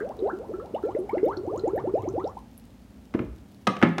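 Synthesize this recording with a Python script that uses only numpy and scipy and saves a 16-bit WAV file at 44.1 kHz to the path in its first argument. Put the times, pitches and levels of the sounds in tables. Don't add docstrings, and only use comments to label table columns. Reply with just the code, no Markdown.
import sys
import numpy as np
from scipy import signal
from scipy.fft import rfft, irfft
from scipy.io import wavfile

SR = 44100
rng = np.random.default_rng(int(sys.argv[2]) if len(sys.argv) > 2 else 0)


def digitize_waveform(pressure):
    field = np.atleast_2d(pressure).T
    bounded = np.clip(field, -1, 1)
    quanta = np.round(bounded * 32767).astype(np.int16)
    wavfile.write(sys.argv[1], SR, quanta)


N = 176400

# t/s, rise time/s, start f/Hz, end f/Hz, glide exponent, relative level/dB, fade/dB
BIG_BUBBLES = [(0.007, 0.075, 405, 788, 2.1, -26.5, 8.5), (0.094, 0.033, 448, 1117, 0.74, -29, 13.5),
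               (0.189, 0.096, 429, 1050, 2.66, -31.5, 2.5), (0.222, 0.082, 386.4, 1510, 4.6, -22, 6),
               (0.385, 0.073, 405, 976, 1.96, -36, 10), (0.49, 0.04, 401, 740, 2.1, -30, 9.5),
               (0.584, 0.089, 417, 926, 1.96, -32, 14.5), (0.738, 0.053, 308, 1165, 0.85, -22, 21.5),
               (0.835, 0.089, 398, 1197, 1.84, -21.5, 21), (0.948, 0.036, 378, 670, 1.12, -23, 4),
               (1.091, 0.066, 742, 1500, 1.03, -28, 28.5), (1.13, 0.051, 373, 892, 1.18, -20, 18.5),
               (1.229, 0.11, 404.6, 1631, 1.71, -16, 25), (1.432, 0.081, 395.5, 1243, 1.5, -32, 11.5),
               (1.503, 0.083, 394, 1393, 1.3, -30.5, 12.5), (1.534, 0.036, 412, 673, 2.3, -25, 5),
               (1.635, 0.075, 409.7, 1287, 1.6, -19.5, 22.5), (1.732, 0.077, 411, 1216, 1.72, -21.5, 16),
               (1.838, 0.061, 411.4, 1142, 1.27, -25.5, 18), (1.937, 0.096, 380.6, 1208, 0.87, -19, 32.5),
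               (2.034, 0.056, 418, 1267, 2.2, -28, 11), (2.137, 0.081, 389, 1310, 1.47, -23.5, 13),
               (2.239, 0.081, 354.6, 1251, 0.83, -22.5, 32.5), (2.367, 0.034, 792, 1240, 0.84, -32, 38)]
# t/s, relative level/dB, f/Hz
BURSTS = [(.003, -31, 1533), (.019, -47, 1910), (.191, -46, 3800), (0.537, -40.5, 1282), (0.598, -38, 1261),
          (.747, -41.5, 2777), (.829, -41.5, 1310), (0.948, -43.5, 1980), (.99, -44.5, 9700),
          (1.095, -37.5, 2194), (1.18, -34.5, 2016), (1.255, -45, 13500), (1.37, -37.5, 4290),
          (1.577, -41, 6730), (1.595, -41, 3970), (1.679, -45, 6680), (1.761, -45.5, 12470),
          (1.777, -35, 1770), (2.039, -48.5, 2130), (2.088, -41, 5870), (2.198, -48, 1910),
          (2.243, -46, 3650), (2.275, -45, 5500), (2.578, -38.5, 11400)]
PLOP_HZ = 352


def undb(db):
    return np.exp(np.asarray(db) * (np.log(10) / 20))


def add(out, at_s, x):
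    i = int(np.clip(at_s * SR, 0, N))
    out[i:i + len(x)] += x[:N - i]


def curve(points):
    return undb(np.interp(np.arange(N) / SR, *np.array(points).T))


def fall(t, t60):
    return np.exp(-np.log(1000) * t / t60)


def noise(gain):
    white = rng.standard_normal(N + 2).view(complex)
    x = irfft(white * gain(np.arange(len(white)) * SR / N + 1), N)
    return x / x.std()


def coloured(points):
    hz, db = np.array(points).T
    return noise(lambda f: undb(np.interp(np.log(f), np.log(hz), db)))


def resonant(hz, width_hz):
    return noise(lambda f: 1 / (1 + ((f * f - hz * hz) / (f * width_hz * 2)) ** 2))


def rumble():
    spectrum = [(53, -3.5), (105, 1), (135, -10), (220, 4.5), (300, -6.5), (370, -20.5), (1000, -25),
                (3000, -31.5), (16000, -43.5)]
    return undb(-49) * coloured(spectrum)


def room(x):
    decays = [(150, 0.43), (400, 0.41), (2000, 0.44), (14000, 0.22)]
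    hz, t60 = np.array(decays).T
    t = np.arange(SR * 3 // 4) / SR
    white = rfft(rng.standard_normal(len(t)))
    log_f = np.log(np.fft.rfftfreq(len(t), 1 / SR) + 1)
    bands = [irfft(white * np.interp(log_f, np.log(hz), band), len(t)) for band in np.eye(len(hz))]
    tail = sum(band * fall(t, decay) for band, decay in zip(bands, t60))
    tail *= np.minimum(t / 0.017, 1)
    return signal.fftconvolve(x, tail / np.linalg.norm(tail))[:N]


def tub_walls(x):
    t = np.arange(SR // 2) / SR
    echoes = rng.standard_normal(len(t)) * fall(t, t60=0.095)
    ring = resonant(hz=1400, width_hz=63)[:len(t)] * fall(t, t60=0.23)
    response = undb(-9.5) * echoes / np.linalg.norm(echoes) + undb(-19) * ring / np.linalg.norm(ring)
    return x + signal.fftconvolve(x, response)[:N]


def slosh():
    activity = [(0, 1.5), (2.25, -1.5), (2.45, -14.5)]
    spectrum = [(40, -13), (90, -5.5), (400, 3), (800, -5), (1800, -28), (16000, -60.5)]
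    return curve(activity) * undb(-46.5) * coloured(spectrum)


def air_throb():
    swell = [(1, -59), (1.65, -41), (2.2, -42), (2.6, -79)]
    return curve(swell) * resonant(hz=100.5, width_hz=22.4)


def tub_wobble():
    swell = [(3.13, -52), (3.17, -35.5), (3.3, -35.5), (3.55, -68)]
    return curve(swell) * resonant(hz=57.6, width_hz=8.1)


def knocks():
    # t/s, thud/dB, clack/dB, tick/dB, relative bottle ring/dB, relative tub ring/dB
    strikes = [(3.139, -37, -34.5, -46, -42, -57), (3.147, -19, -36, -66, -62, -41),
               (3.191, -25, -33, -54, -55, -41), (3.197, -31, -59, -71, -61, -45),
               (3.22, -33, -50, -60, -71, -50), (3.6696, -24.5, -19, -22.5, -17, -34),
               (3.673, -21, -22, -21.5, -22.5, -43), (3.766, -36, -32.5, -38.5, -51, -51),
               (3.815, -31.5, -25.5, -38, -53, -54), (3.826, -19.5, -12, -30.5, -20.5, -18),
               (3.832, -15, -19.5, -60, -45, -19), (3.87, -29, -36, -51, -56, -36),
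               (3.9821, -25.5, -21.5, -26.5, -26, -29)]
    # f/Hz, level/dB
    thud = [(50, -30), (115, 0.5), (380, 1), (520, -11), (2000, -47), (16000, -93)]
    clack = [(100, -50), (600, 2.5), (1600, 1.5), (2700, -8), (4000, -22.5), (16000, -64)]
    tick = [(200, -13), (3000, 2.5), (6300, -7), (16000, -32.5)]
    # f/Hz, relative level/dB, t60/s
    bottle_modes = [(181, 0.5, 0.2), (504, -7, 0.27), (783, -12, 0.24), (1170, -5.5, 0.52), (1236, 0, 0.21),
                    (2097, 0, 0.079)]
    tub_modes = [(167, 1, 0.33), (181.7, -10, 0.55), (300, -1, 0.088), (381, -1, 0.185),
                 (568.5, -4.5, 0.18), (1061, -5.5, 0.17), (1268, 1, 0.18), (1644, 10.5, 0.018),
                 (1740, -12, 0.17), (2453, -9, 0.077)]
    out, t = np.zeros(N), np.arange(SR // 2) / SR
    contacts = [(thud, 0.12, 0.002), (clack, 0.05, 0.001), (tick, 0.02, 0.0007)]
    for column, (spectrum, t60, attack_s) in enumerate(contacts, start=1):
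        shape = fall(t, t60) * np.minimum(t / attack_s, 1)
        env = np.zeros(N)
        for strike in strikes:
            add(env, strike[0], undb(strike[column]) * shape)
        out += env * coloured(spectrum)
    for at, _, _, _, bottle_db, tub_db in strikes:
        for modes, strength_db in ((bottle_modes, bottle_db), (tub_modes, tub_db)):
            for hz, db, t60 in modes:
                detune = 1 + 0.0115 * rng.standard_normal()
                ring = np.sin(2 * np.pi * hz * detune * t) * fall(t, t60)
                add(out, at, rng.choice([-1, 1]) * undb(strength_db + db - 7) * ring)
    return out


def foam(ticks_per_s=44):
    pops = np.zeros(N)
    for when, strength in rng.random((int(ticks_per_s * N / SR), 2)):
        pops[int(when * N)] = undb(-61.5 + 15 * strength ** 4)
    for at, db, _ in BURSTS:
        add(pops, at, undb([db - 18]))
    env = signal.fftconvolve(pops, fall(np.arange(SR // 20) / SR, t60=0.0066))[:N]
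    return env * coloured([(500, -31.5), (3000, 7), (7000, -3)])


def bubble(rise_s, from_hz, to_hz, bend, fade_db, attack_s=0.0028, fade_shape=1.43):
    t = np.arange(int(rise_s * 1.2 * SR)) / SR
    progress = t / rise_s
    climb = np.minimum(progress, 1) ** bend + np.maximum(progress - 1, 0)
    drift = rng.standard_normal(10)
    waver = 1 + 0.03 * np.interp(progress, np.linspace(0, progress[-1], len(drift)), drift)
    pinch_s = 0.0026 * PLOP_HZ / from_hz
    pinch = 1 - 0.23 * np.exp(-t / pinch_s)
    hz = np.minimum((from_hz + (to_hz - from_hz) * climb) * waver * pinch, SR / 2)
    attack = np.minimum(t / attack_s, 1)
    release = np.minimum((progress[-1] - progress) / 0.4, 1)
    env = attack * undb(-fade_db * progress ** fade_shape) * release
    return -env / env.max() * np.sin(2 * np.pi * np.cumsum(hz) / SR)


def blip(hz, cycles=26.3):
    return bubble(cycles / hz, hz, hz * 1.092, bend=1, fade_db=25.5, attack_s=2 / hz)


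def splatter(scatter_s=0.02, spread_octaves=0.442):
    out = np.zeros(N)
    for at, db, hz in BURSTS:
        add(out, at, undb(db + 1) * blip(hz))
        for when, pitch, softness in rng.random((8, 3)):
            fine_hz = hz * 2 ** (spread_octaves * (2 * pitch - 1))
            add(out, at + when ** 2 * scatter_s, undb(db - 12 - 10 * softness) * blip(fine_hz))
    return out


def fizz(blips_per_s=300):
    out = np.zeros(N)
    for at, rise_s, _, _, _, parent_db, _ in BIG_BUBBLES:
        for when, smallness, strength in rng.random((60, 3))[:int(blips_per_s * rise_s)]:
            db = parent_db - 37.5 + 10 * strength ** 2 - 10 * smallness
            add(out, at + when * rise_s, undb(db) * blip(hz=800 * 10 ** smallness))
    return out


def glugs():
    plops = [(.329, -25.5), (0.534, -27.5), (0.885, -32), (.986, -22.5), (1.169, -23.5), (1.263, -23),
             (1.371, -26), (1.474, -26.5), (1.575, -29), (1.673, -24.5), (1.775, -29.5), (1.872, -23),
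             (1.972, -31.5), (2.075, -23.5), (2.176, -26.5)]
    out = np.zeros(N)
    for at, rise_s, from_hz, to_hz, bend, db, fade_db in BIG_BUBBLES:
        add(out, at, undb(db + 1) * bubble(rise_s, from_hz, to_hz, bend, fade_db))
    for at, db in plops:
        plop = bubble(0.0825, PLOP_HZ, PLOP_HZ * 1.2, bend=0.99, fade_db=19, fade_shape=0.54)
        add(out, at, undb(db + 1.5) * plop)
    quiver_db, quiver_hz = 1.61, 97
    return out * undb(quiver_db * noise(lambda f: 1 / (1 + (f / quiver_hz) ** 4)))


def scene():
    bubbles = tub_walls(glugs() + splatter() + fizz() + foam())
    bed = slosh() + air_throb() + tub_wobble()
    hits = knocks()
    reverb = room(undb(-17.5) * bubbles + undb(-10.5) * hits)
    return (bubbles + bed + hits + reverb + rumble())[None]


def record(dry):
    low_cut_hz, ceiling, top_hz = 62, 0.85, 15900
    thin = signal.sosfilt(signal.butter(2, low_cut_hz, "high", fs=SR, output="sos"), dry)
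    rounded = ceiling * np.tanh(thin / ceiling)
    return signal.sosfilt(signal.ellip(10, .2, 70, top_hz, fs=SR, output="sos"), rounded)


dry = scene()
out = record(dry)
digitize_waveform(out)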